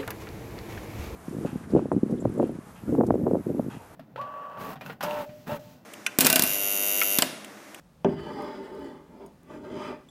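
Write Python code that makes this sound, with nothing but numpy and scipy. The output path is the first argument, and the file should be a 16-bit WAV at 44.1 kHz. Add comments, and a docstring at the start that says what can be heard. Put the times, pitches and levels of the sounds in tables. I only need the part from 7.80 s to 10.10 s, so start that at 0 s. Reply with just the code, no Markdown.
"""In a quiet small room, a loaded china plate is set down on a wooden table, pushed across it,
nudged, and after a pause slid again. The rim under the plate, its foot ring, knocks on the wood and
then grinds over the grain in thousands of tiny slips. Both shake the same modes (a mode is one note
an object rings at): the boards ring low, the china rings high, and rubbing briefly makes single notes sing.
A few tiny ticks, dry snaps and a light clink sound nearby, over a low murmur of air."""
import sys
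import numpy as np
from scipy import signal
from scipy.io import wavfile

SR = 44100
rng = np.random.default_rng(int(sys.argv[2]) if len(sys.argv) > 2 else 0)


def transcribe(u):
    """Save the signal u as a 16-bit wav file named by the first command-line argument.

    u: samples, shape (n,) or (channels, n), limited to [-1, 1]; the rate is SR.
    q: integer samples, one column per channel.
    """
    v = np.clip(np.atleast_2d(u).T, -1, 1)
    q = np.round(v * 32767).astype(np.int16)
    wavfile.write(sys.argv[1], SR, q)


N = 101429
T = np.arange(N) / SR

# Levels in the tables are relative. A ring time, or t60, is how long a sound takes to fade by 60 dB.
# modes of the table top (pitch [Hz], level when rubbed [dB], level when knocked [dB], ring time [s])
WOOD_MODES = [(69, -9, -25, 0.82), (148, -11, -16, 0.071), (206.6, -4, -2, .28), (247.4, -1, -2, 0.54),
              (285.7, -5.5, -17.5, 0.1), (315.7, -9.5, -8.5, 0.061), (353, -6.5, 0, 0.11),
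              (395.4, 0, 3.5, 0.22), (432, -9.5, -10.5, 0.076), (604.4, -9.5, -7, 0.094),
              (755, -33, -10, 0.28), (882.5, -9, -10.5, 0.052), (1225, -17, -15, 0.094),
              (1291, -23, -21.5, .1)]
# modes of the plate, damped by the food; the first row, near 1573 Hz, is a high mode of the table top # (pitch
# [Hz], level when rubbed [dB], level when knocked [dB], ring time [s])
CHINA_MODES = [(1573, -20, -15, 0.065), (2386, -28, -28, 0.013), (3041, -24.5, -18, 0.047),
               (3196, -33, -29, 0.047), (3413, -27, -22.5, 0.039), (3957, -34.5, -41, 0.078),
               (4578, -36, -59, 0.061), (4917, -32.5, -45, 0.055), (5085, -40.5, -50, 0.017),
               (6060, -44, -37, 0.026), (7170, -40.5, -41, 0.044), (8900, -57, -58, .03)]
# the foot ring lands, settles, and later jerks as it sticks and slips
# (time [s], force [dB], time for the force to peak [ms], added hard click [dB])
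FOOT_KNOCKS = [(0.2466, 35.5, 0.16, -11), (0.2534, 36.5, 0.4, -27), (0.2927, 28, 0.33, -17),
               (0.385, 19, .5, -23), (1.905, 18, 0.6, -24), (1.935, 21.5, 0.4, -30),
               (1.966, 24.5, 0.65, -33)]
# tone of the dull landing thud (frequency [Hz], level [dB])
THUD_TONE = [(30, -40), (65, -11), (105, -11.5), (170, 5.5), (330, -1.5), (600, -1), (900, -11),
             (1200, -23), (2400, -34), (3100, -18.5), (4100, -51.5), (5800, -35), (9000, -55), (16000, -56)]
# how long each part of the thud lasts (frequency [Hz], ring time [s])
THUD_RING_TIMES = [(60, 0.85), (180, 0.21), (350, 0.17), (600, 0.055), (1500, 0.23), (3000, 0.026),
                   (8000, 0.016)]
# how loud the three slides are as they go (time [s], rumble [dB], grind [dB], scrape [dB], hiss [dB])
PUSH_LEVELS = [(0.335, -44.5, -38.5, -53.5, -63), (0.361, -36.5, -55, -56.5, -75),
               (0.397, -46, -46, -45, -62.5), (0.413, -43.5, -46.5, -52.5, -62),
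               (0.493, -40.5, -38.5, -47, -62), (0.559, -39.5, -43.5, -50.5, -62),
               (0.611, -43, -34, -45, -59), (0.769, -51.5, -42.5, -51, -63.5),
               (0.819, -44.5, -42, -54, -68), (0.835, -48, -43, -52.5, -62), (0.879, -60, -41.5, -54, -64),
               (0.919, -49.5, -41.5, -59, -66), (1.059, -46.5, -43.5, -53, -62),
               (1.165, -53.5, -50.5, -59, -74), (1.23, -56.5, -55.5, -67, -87)]
NUDGE_LEVELS = [(1.29, -58.5, -56, -71, -92), (1.352, -47.5, -52, -65.5, -80),
                (1.402, -55, -49.5, -65, -74), (1.418, -51, -46, -56.5, -77), (1.46, -51, -50, -63.5, -76),
                (1.5, -59, -58.5, -72.5, -86)]
LAST_SLIDE_LEVELS = [(1.66, -54.5, -69.5, -70.5, -88), (1.71, -48.5, -42.5, -56, -64),
                     (1.768, -43.5, -48, -56.5, -65.5), (1.802, -45.5, -54.5, -61, -76),
                     (1.826, -46.5, -49, -69.5, -71), (1.856, -48, -43.5, -55.5, -63),
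                     (1.876, -50, -43.5, -57, -67), (1.92, -37.5, -46, -54.5, -64),
                     (2.028, -46, -35.5, -44.5, -56), (2.068, -43.5, -42.5, -43.5, -56),
                     (2.12, -43.5, -35, -50, -61.5), (2.176, -48, -54, -61, -80),
                     (2.222, -70, -58.5, -72, -103), (2.25, -57.5, -83, -75, -81)]
# where the rumble, grind, scrape and hiss lie (low edge [Hz], high edge [Hz])
SLIDE_BANDS = [(30, 330), (330, 1100), (1100, 4000), (4000, 17000)]
# tone of the slides, set by which part of the foot ring presses on the wood (frequency [Hz], level [dB])
PUSH_TONE = [(60, -9), (200, 5), (320, 0), (395, 1), (600, 3), (690, 3), (880, -0.5), (1300, -1),
             (2200, -4), (3000, -4), (5000, -1), (7000, -3.5), (15000, -8.5)]
LAST_SLIDE_TONE = [(60, -10.5), (110, -4), (200, -2.5), (320, -2), (400, -2.5), (680, 7), (880, -1.5),
                   (1300, 4.5), (2200, 3.5), (3000, 0), (5000, -3), (7000, -2), (15000, -12)]
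# the many weak modes between the strong ones (frequency [Hz], level [dB])
WEAK_MODE_TONE = [(40, -38), (110, -29), (200, -20), (330, -17.5), (500, -28.5), (1000, -23), (1400, -24),
                  (2000, -23.5), (2700, -37.5), (4000, -45), (6000, -49), (10000, -49), (16000, -51)]
# notes set singing by rubbing (middle time [s], length [s], pitch [Hz], pitch spread [Hz], level [dB])
SUNG_NOTES = [(.43, .2, 3030, 44, -56.5), (.49, .26, 4580, 47, -63.5), (0.358, 0.27, 4830, 82, -66.5),
              (0.674, 0.39, 4990, 81, -62.5), (.49, 0.087, 890, 27, -44.5), (0.589, 0.075, 810, 10, -39),
              (.81, .16, 389, 9.3, -42), (.94, .1, 390, 6.8, -43), (1.06, 0.22, 281, 3.3, -42.5),
              (1.023, 0.13, 77, 15, -55), (1.8, 0.16, 85, 26, -60), (2, 0.26, 3100, 73, -59),
              (2.05, 0.25, 4900, 170, -61.5), (2.07, .14, 1300, 140, -47.5), (1.9, 0.11, 370, 12, -43)]
# small metallic ticks (time [s], level [dB])
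METAL_TICKS = [(.6205, -54), (1.462, -53)]
# modes of the ticking metal (pitch [Hz], level [dB], ring time [s])
METAL_MODES = [(5560, -13, .03), (6680, -6, 0.042), (7800, -8, 0.024), (9490, -0.5, 0.031),
               (11170, -20, .04), (12110, -19, 0.043), (13600, -9, .03), (15130, -14, .04),
               (15900, -9, .04)]
# dry snaps (time [s], level [dB], middle frequency [Hz])
DRY_SNAPS = [(0.297, -61, 11000), (.9505, -57.5, 8500), (.994, -61, 13000), (1.6321, -58, 12200)]
# modes of the light clink (pitch [Hz], level [dB], ring time [s])
CLINK_NOTES = [(3440, 0, 0.069), (3530, -16, 0.027), (6080, -19, 0.095), (7500, -10.5, .12),
               (9300, -23, 0.1), (11100, -17, .1), (13100, -28, .08)]
# tone of the air in the room (frequency [Hz], level [dB])
AIR_TONE = [(15, -46.5), (25, -27), (59, -10), (120, -20), (153, -2.5), (326, -23.5), (531, -20.5),
            (591, -22.5), (2280, -36.5), (16000, -47)]

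SLIPS_PER_S, SLIP_SPREAD_DB = 6000, 3
CHATTER_DB, CHATTER_HZ = 0.8, 83  # a fast, random flutter in the strength of the slips
SLIDE_RISE_S, SLIDE_FALL_S = 0.1025, 0.095
ECHO_DB, ECHO_T60_S = -12, 0.55


def knocks(response, low_cut_hz=110):
    """The foot ring strikes the boards; the shorter the blow, the brighter it sounds."""
    force, t = np.zeros(N), T[:SR // 10]
    for s, db, peak_ms, click_db in FOOT_KNOCKS:
        progress = t * 1000 / peak_ms
        blow = progress * np.exp(-progress)
        click = amp(click_db) * (t == 0)
        add(force, s, amp(db) * (blow / blow.sum() + click))
    low_cut = signal.butter(2, low_cut_hz, "highpass", fs=SR, output="sos")
    return through(signal.sosfilt(low_cut, force), response)


def landing_thud(start_s=0.2455, energy_db=8.5, rise_cycles=0.42):
    """The plate lands with a dull thud, whose bass swells later than its treble."""
    out, thud, t = np.zeros(N), np.zeros(SR // 2), T[:SR // 2]
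    noise = colour(rng.standard_normal(SR), THUD_TONE)
    for hz in 1.2 * 2. ** np.arange(5, 14):  # the low edge of each octave
        octave = band(noise, [hz, 2 * hz])[-len(t):]
        rise = 1 - np.exp(-(t * hz / rise_cycles) ** 2)
        thud += octave * rise * fade(read(THUD_RING_TIMES, hz * np.sqrt(2)))
    add(out, start_s, amp(energy_db) * thud / np.linalg.norm(thud))
    return out


def slide(response, levels, tone, gain_db):
    """Thousands of tiny uneven slips shake the table and the plate."""
    size_db = SLIP_SPREAD_DB * np.minimum(rng.exponential(1, N), 4)
    sizes = amp(size_db) * rng.choice([-1, 1], N)
    chatter = unit(band(rng.standard_normal(N), [CHATTER_HZ / 2, CHATTER_HZ * 2], order=2))
    slipping = rng.random(N) < SLIPS_PER_S / SR
    slips = sizes * slipping * amp(CHATTER_DB * chatter)
    grinding = colour(through(slips, response) + weak_modes(slips), tone)
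    times, *curves = np.transpose(levels)
    start, end = times[0], times[-1]
    moving = np.interp(T, [start - SLIDE_RISE_S, start, end, end + SLIDE_FALL_S], [0, 1, 1, 0])
    bands = [unit(band(grinding, edges)) * amp(np.interp(T, times, curve))
             for edges, curve in zip(SLIDE_BANDS, curves)]
    return amp(gain_db) * moving * sum(bands)


def table_and_plate(knocked):
    """How the wood and the china ring together after one tiny blow."""
    response = np.zeros(SR // 2)
    for k, (hz, rub_db, knock_db, t60) in enumerate(WOOD_MODES + CHINA_MODES):
        balance = 2 * np.log(1000) / (t60 * SR)  # long and short modes boost their own pitch alike
        response += (-1) ** k * balance * ring(hz, knock_db if knocked else rub_db, t60)
    return response


def weak_modes(slips, spots=4, new_spot_s=0.1571, t60=0.061):
    """Each new spot of the table answers the slips with its own weak modes."""
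    out, place = np.zeros(N), T / new_spot_s
    for k in range(spots):  # the spots take turns, each fading into the next
        distance = abs((place - k + spots / 2) % spots - spots / 2)
        share = np.cos(np.pi / 2 * np.minimum(distance, 1))
        out += through(slips * share, noise_tail(t60))
    return colour(out, WEAK_MODE_TONE)


def singing(steadiness=0.56):
    """Single modes swell and fade as the foot ring catches; rubbing evens out their strength."""
    out = np.zeros(N)
    for middle_s, length, hz, spread_hz, db in SUNG_NOTES:
        t = np.arange(round(length * SR)) / SR
        t60 = np.log(1000) / (np.pi * spread_hz)
        shaken = through(rng.standard_normal(SR), ring(hz, 0, t60))
        wavering = signal.hilbert(band(shaken, [hz / 1.5, hz * 1.5], order=2))[-len(t):]
        note = unit(wavering.real / abs(wavering) ** steadiness)  # abs() is its strength at each moment
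        swell = np.sin(np.pi * t / length)
        add(out, middle_s - length / 2, amp(db) * note * swell)
    return out


def small_clicks(tick_crack_db=-5.5, clink_s=2.2875, clink_db=-50.5):
    """Metallic ticks, perhaps from a cooling stove, dry snaps and a light clink."""
    out = np.zeros(N)
    metal = sum(ring(*mode) for mode in METAL_MODES)
    for s, db in METAL_TICKS:
        add(out, s, amp(db) * (metal + amp(tick_crack_db) * crack(hz=11000)))
    for s, db, hz in DRY_SNAPS:
        add(out, s, amp(db) * crack(hz))
    add(out, clink_s, amp(clink_db) * sum(ring(*mode) for mode in CLINK_NOTES))
    return out


def crack(hz, octaves=0.8, t60=0.016):
    """A few milliseconds of bright noise."""
    edges = hz * 2 ** (octaves * np.array([-0.5, 0.5]))
    return unit(band(rng.standard_normal(SR // 2), edges, order=2)) * fade(t60)


def room_echo(sound):
    """The walls of the small room send back a soft, fading wash of sound."""
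    return amp(ECHO_DB) * through(sound, noise_tail(ECHO_T60_S))


def room_air(db=-57):
    """A steady low murmur of air with a faint hiss."""
    return amp(db) * unit(colour(rng.standard_normal(N + SR), AIR_TONE)[SR:])


def ring(hz, db, t60):
    """One mode: a pure note that dies away."""
    return amp(db) * fade(t60) * np.sin(2 * np.pi * hz * T[:SR // 2])


def noise_tail(t60):
    """A dying burst of noise with a total energy of 1."""
    tail = rng.standard_normal(SR // 2) * fade(t60)
    return tail / np.linalg.norm(tail)


def fade(t60):
    """A half-second curve that falls by 60 dB every t60 seconds."""
    return np.exp(-np.log(1000) * T[:SR // 2] / t60)


def through(x, response):
    """Lets every sample of x set off the response, keeping the length of x."""
    return signal.fftconvolve(x, response)[:len(x)]


def colour(x, points, size=8192):
    """Gives x the tone in a table, with no ringing ahead of the sound."""
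    hz = abs(np.fft.fftfreq(size, 1 / SR))
    log_gain = np.log(amp(read(points, hz)))
    spectrum = np.exp(np.conj(signal.hilbert(log_gain)))
    return through(x, np.fft.ifft(spectrum).real[:size // 2])


def band(x, edges, order=4):
    """Keeps the frequencies between two edges."""
    return signal.sosfilt(signal.butter(order, edges, "bandpass", fs=SR, output="sos"), x)


def read(points, hz):
    """Reads between the rows of a table, with frequency spaced in octaves."""
    frequencies, values = np.transpose(points)
    return np.interp(np.log(hz + 1), np.log(frequencies), values)


def add(mix, s, sound):
    """Mixes a sound in, starting at s seconds."""
    part = mix[round(s * SR):][:len(sound)]
    part += sound[:len(part)]


def amp(db):
    """Turns decibels into a number to multiply by."""
    return 10 ** (np.asarray(db) / 20)


def unit(x):
    """Scales x to an average strength (rms) of 1."""
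    return x / np.sqrt(np.mean(x ** 2) + 1e-20)


def scene():
    """The plate lands and slides three times, with small clicks nearby and the room around it."""
    rubbed = table_and_plate(knocked=False)
    push = slide(rubbed, PUSH_LEVELS, PUSH_TONE, gain_db=-1.57)
    nudge = slide(rubbed, NUDGE_LEVELS, PUSH_TONE, gain_db=-1.0)
    last_slide = slide(rubbed, LAST_SLIDE_LEVELS, LAST_SLIDE_TONE, gain_db=-1.06)
    bumps = knocks(table_and_plate(knocked=True)) + landing_thud()
    near = bumps + push + nudge + last_slide + singing() + small_clicks()
    return (near + room_echo(near) + room_air())[None]


def record(dry):
    """Cuts away the very highest treble, above 16150 Hz."""
    treble_cut = signal.firwin(511, 16150, window=("kaiser", 9), fs=SR)
    return signal.oaconvolve(dry, treble_cut[None], "same")


dry = scene()
out = record(dry)
transcribe(out)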